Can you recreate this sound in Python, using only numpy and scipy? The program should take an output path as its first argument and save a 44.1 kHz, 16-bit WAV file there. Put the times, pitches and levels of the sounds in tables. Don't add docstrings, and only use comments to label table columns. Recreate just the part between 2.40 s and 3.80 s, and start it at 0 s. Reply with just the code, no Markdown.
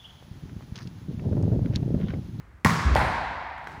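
import sys
import numpy as np
from scipy import signal
from scipy.fft import rfft, irfft, next_fast_len
from scipy.io import wavfile
from scipy.ndimage import uniform_filter1d

SR = 44100
rng = np.random.default_rng(int(sys.argv[2]) if len(sys.argv) > 2 else 0)


def transcribe(u):
    v = np.clip(np.atleast_2d(u).T, -1, 1)
    q = np.round(v * 32767).astype(np.int16)
    wavfile.write(sys.argv[1], SR, q)


N = 61739
T = np.arange(N) / SR

# f/Hz, level/dB
PALM_SPECTRUM = [(400, -9.5), (1000, -13), (1900, 4.5), (3000, -13), (4300, -6), (6500, -13.5),
                 (10000, -18), (15000, -20.5)]
TICK_SPECTRUM = [(500, -16), (1300, -6), (3000, -9), (4500, -12), (8000, -26.5), (15000, -34)]
TAP_SPECTRUM = [(150, -34), (600, -38), (1500, -17), (2400, -24), (4200, -33), (7000, -42), (15000, -53)]
# f/Hz, level/dB
PALM_REVERB = [(40, -25), (90, -1), (170, 1), (330, -16.5), (600, -20.5), (850, -15.5), (1080, -9.5),
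               (1400, -14.5), (2100, -19), (2900, -27.5), (5500, -28.5), (9000, -36), (15000, -41.5)]
BOUNCE_REVERB = [(40, -26.5), (80, -2.5), (170, -5), (300, -19.5), (460, -21), (620, -12.5), (760, -8.5),
                 (950, -6.5), (1200, -18), (1500, -14), (2100, -16.5), (2900, -29), (4200, -31),
                 (6000, -42.5), (10000, -41.5), (15000, -52.5)]
FOOT_REVERB = [(30, -13), (65, 2.5), (120, -13), (300, -16), (700, -31.5), (2000, -32.5), (8000, -74.5)]
TAP_REVERB = [(60, -36), (170, -21.5), (400, -36), (700, -49), (1500, -49), (4000, -52), (9000, -62.5),
              (15000, -68)]
# f/Hz, level/dB, T60/s
BODY_MODES = [(93.7, -11, .12), (167, -23.5, 0.53), (202.3, -2, 0.044), (277, -10.5, 0.029),
              (503, -13.5, 0.033)]
AIR_MODES = [(942, -32, 0.18), (1048, -24, 0.2), (1130, -31, 0.38), (1357, -29, 0.16), (1683, -26.5, 0.12),
             (2510, -51, .07)]
# f/Hz, level/dB, T60/s
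BOARD_MODES = [(113, -17, 0.1), (300, -16, 0.026), (433, -15, 0.0046), (634, -1, .011), (782, -1.5, 0.014)]
FLOOR_MODES = [(63.2, -13.5, 0.28), (81, -19.5, .14), (134, -45, .08), (224, -33, .05)]
SOLE_MODES = [(1480, -22, 0.007), (901, -35, 0.0098)]
BUMP_MODES = [(130, -34, 0.035), (254, -35.5, 0.027)]
# delay t/s, level/dB, low-pass cutoff f/Hz
PALM_REFLECTIONS = [(.0037, -5, 18000), (0.013, -9, 10000), (.022, -8, 10000), (0.0484, -11, 6500),
                    (.059, -10, 6500)]
BODY_REFLECTIONS = [(.05, -16, 269), (.064, -17, 220), (.12, -17, 200)]
TICK_REFLECTIONS = [(.014, -4.5, 14000), (.0225, -11, 4470), (.0412, -11, 10000), (0.057, -9.5, 10000)]
BOARD_REFLECTIONS = [(0.0132, -11, 905), (.022, -7, 1490), (.052, -15.5, 1500), (.058, -8, 1200),
                     (.092, -11, 1500)]
# t/s, level/dB
KNOCK_ONSETS = [(0.2568, -3.5), (.259, -18), (.2603, 2.5)]
FOOT_ONSETS = [(0.45, -3.5), (0.4639, -1), (.511, -6), (.556, -11.5), (0.586, -15), (.612, -11),
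               (0.674, -16.5), (.812, -22.5), (.86, -21.5), (.955, -23.5), (1.377, -31.5)]
TAP_ONSETS = [(1.182, -11), (1.243, -11.5), (1.272, -2.5), (1.2744, -6), (1.319, -9), (1.377, -24)]
# f/Hz, T60/s
REVERB_TIMES = [(60, 0.87), (170, 0.88), (400, 1.49), (850, 2.28), (2000, 2.26), (4000, 1.94),
                (6500, 1.245), (10000, 0.67), (15000, 0.49)]
# f/Hz, level/dB
HUM_SPECTRUM = [(25, -45), (65, -22), (130, -38.5), (300, -46), (600, -54.5), (1100, -49.5), (2000, -52.5),
                (3000, -66.5), (6000, -72.5), (15000, -80.5)]
RUN_UP_SPECTRUM = [(60, -19.5), (150, -37), (500, -48.5), (1200, -45), (2200, -53.5), (4000, -67),
                   (12000, -83)]


def spike(onset_s=.2476):
    slap = contact_noise(PALM_SPECTRUM, t60=.007)
    air = ring(AIR_MODES)
    thump = ring(BODY_MODES, rise_s=.0026)
    thump = delay(thump + reflections(thump, BODY_REFLECTIONS), .001)
    early = slap + reflections(slap, PALM_REFLECTIONS) + air + thump
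    slap_tail = colour(hall_response(), PALM_REVERB)
    air_tail = from_db(-38) * signal.fftconvolve(air, hall_response())[:N]
    knocks = sum(delay(ring([(1070, db, .0075)], rise_s=.00063), s) for s, db in KNOCK_ONSETS)
    return delay(early + slap_tail + air_tail, onset_s) + knocks


def bounce(onset_s=.5511):
    tick = contact_noise(TICK_SPECTRUM, t60=.0052)
    boom = ring(BOARD_MODES, rise_s=.00097)
    boom = delay(boom + reflections(boom, BOARD_REFLECTIONS), .00549)
    early = tick + reflections(tick, TICK_REFLECTIONS) + boom
    tail = delay(colour(hall_response(), BOUNCE_REVERB), .005)
    return delay(early + tail, onset_s)


def footfalls():
    thud = ring(FLOOR_MODES)
    return sum(from_db(db) * delay(thud + colour(hall_response(), FOOT_REVERB), s)
               for s, db in FOOT_ONSETS)


def shoe_taps():
    tail = colour(hall_response(), TAP_REVERB)
    knock = ring(SOLE_MODES)
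    taps = sum(from_db(db) * delay(contact_noise(TAP_SPECTRUM, t60=.006) + knock + tail, s)
               for s, db in TAP_ONSETS)
    return taps + delay(ring(BUMP_MODES), 1.378)


def ring(modes, rise_s=1e-5):
    vibration = sum(from_db(db) * decay(t60) * np.sin(2 * np.pi * hz * T) for hz, db, t60 in modes)
    return vibration * (1 - np.exp(-(T / rise_s) ** 2))


def contact_noise(spectrum, t60):
    return colour(rng.standard_normal(N) * decay(t60), spectrum)


def decay(t60):
    return np.exp(-np.minimum(np.log(1000) * T / t60, 40))


def from_db(db):
    return 10 ** (np.asarray(db) / 20)


def at_hz(points, hz):
    f, value = np.transpose(points)
    return np.interp(np.log(hz + 1e-9), np.log(f), value)


def delay(x, s):
    return np.concatenate([np.zeros(int(max(s, 0) * SR)), x])[:N]


def colour(x, spectrum):
    size = 2 * next_fast_len(N)
    gain = from_db(at_hz(spectrum, np.fft.rfftfreq(size, 1 / SR)))
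    cepstrum = irfft(np.log(gain))
    cepstrum[1:size // 2] *= 2
    cepstrum[size // 2 + 1:] = 0
    return irfft(rfft(x, size) * np.exp(rfft(cepstrum)))[:N]


def reflections(x, paths):
    total = np.zeros(N)
    for s, db, hz in paths:
        lowpass = signal.butter(2, hz, fs=SR, output="sos")
        total += from_db(db) * delay(signal.sosfilt(lowpass, x + 1e-18), s)
    return total


def hall_response(build_s=.0034, mixing_s=.17, grain_db=2.5):
    grain = from_db(grain_db * np.exp(-T / mixing_s) * rng.standard_normal(N))
    local_rms = np.sqrt(uniform_filter1d(grain ** 2, size=800))
    field = rfft(rng.standard_normal(N) * grain / local_rms, 2 * next_fast_len(N))
    hz = np.linspace(1, SR / 2, len(field))
    centres = np.geomspace(40, 16000, 20)
    response = np.zeros(N)
    for centre, selector in zip(centres, np.eye(len(centres))):
        triangle = np.interp(np.log(hz), np.log(centres), selector)
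        response += irfft(field * triangle)[:N] * decay(at_hz(REVERB_TIMES, centre))
    return response * (1 - np.exp(-T / build_s))


def background():
    hum = colour(rng.standard_normal(N), HUM_SPECTRUM)
    run_up = colour(rng.standard_normal(N) * decay(t60=.6), RUN_UP_SPECTRUM)
    return hum + run_up


def scene():
    return (spike() + bounce() + footfalls() + shoe_taps() + background())[None]


def record(dry):
    highpass = signal.butter(4, 46, "high", fs=SR, output="sos")
    lowpass = signal.ellip(10, .1, 80, 16000, fs=SR, output="sos")
    return signal.sosfilt(lowpass, signal.sosfilt(highpass, dry))


dry = scene()
out = record(dry)
transcribe(out)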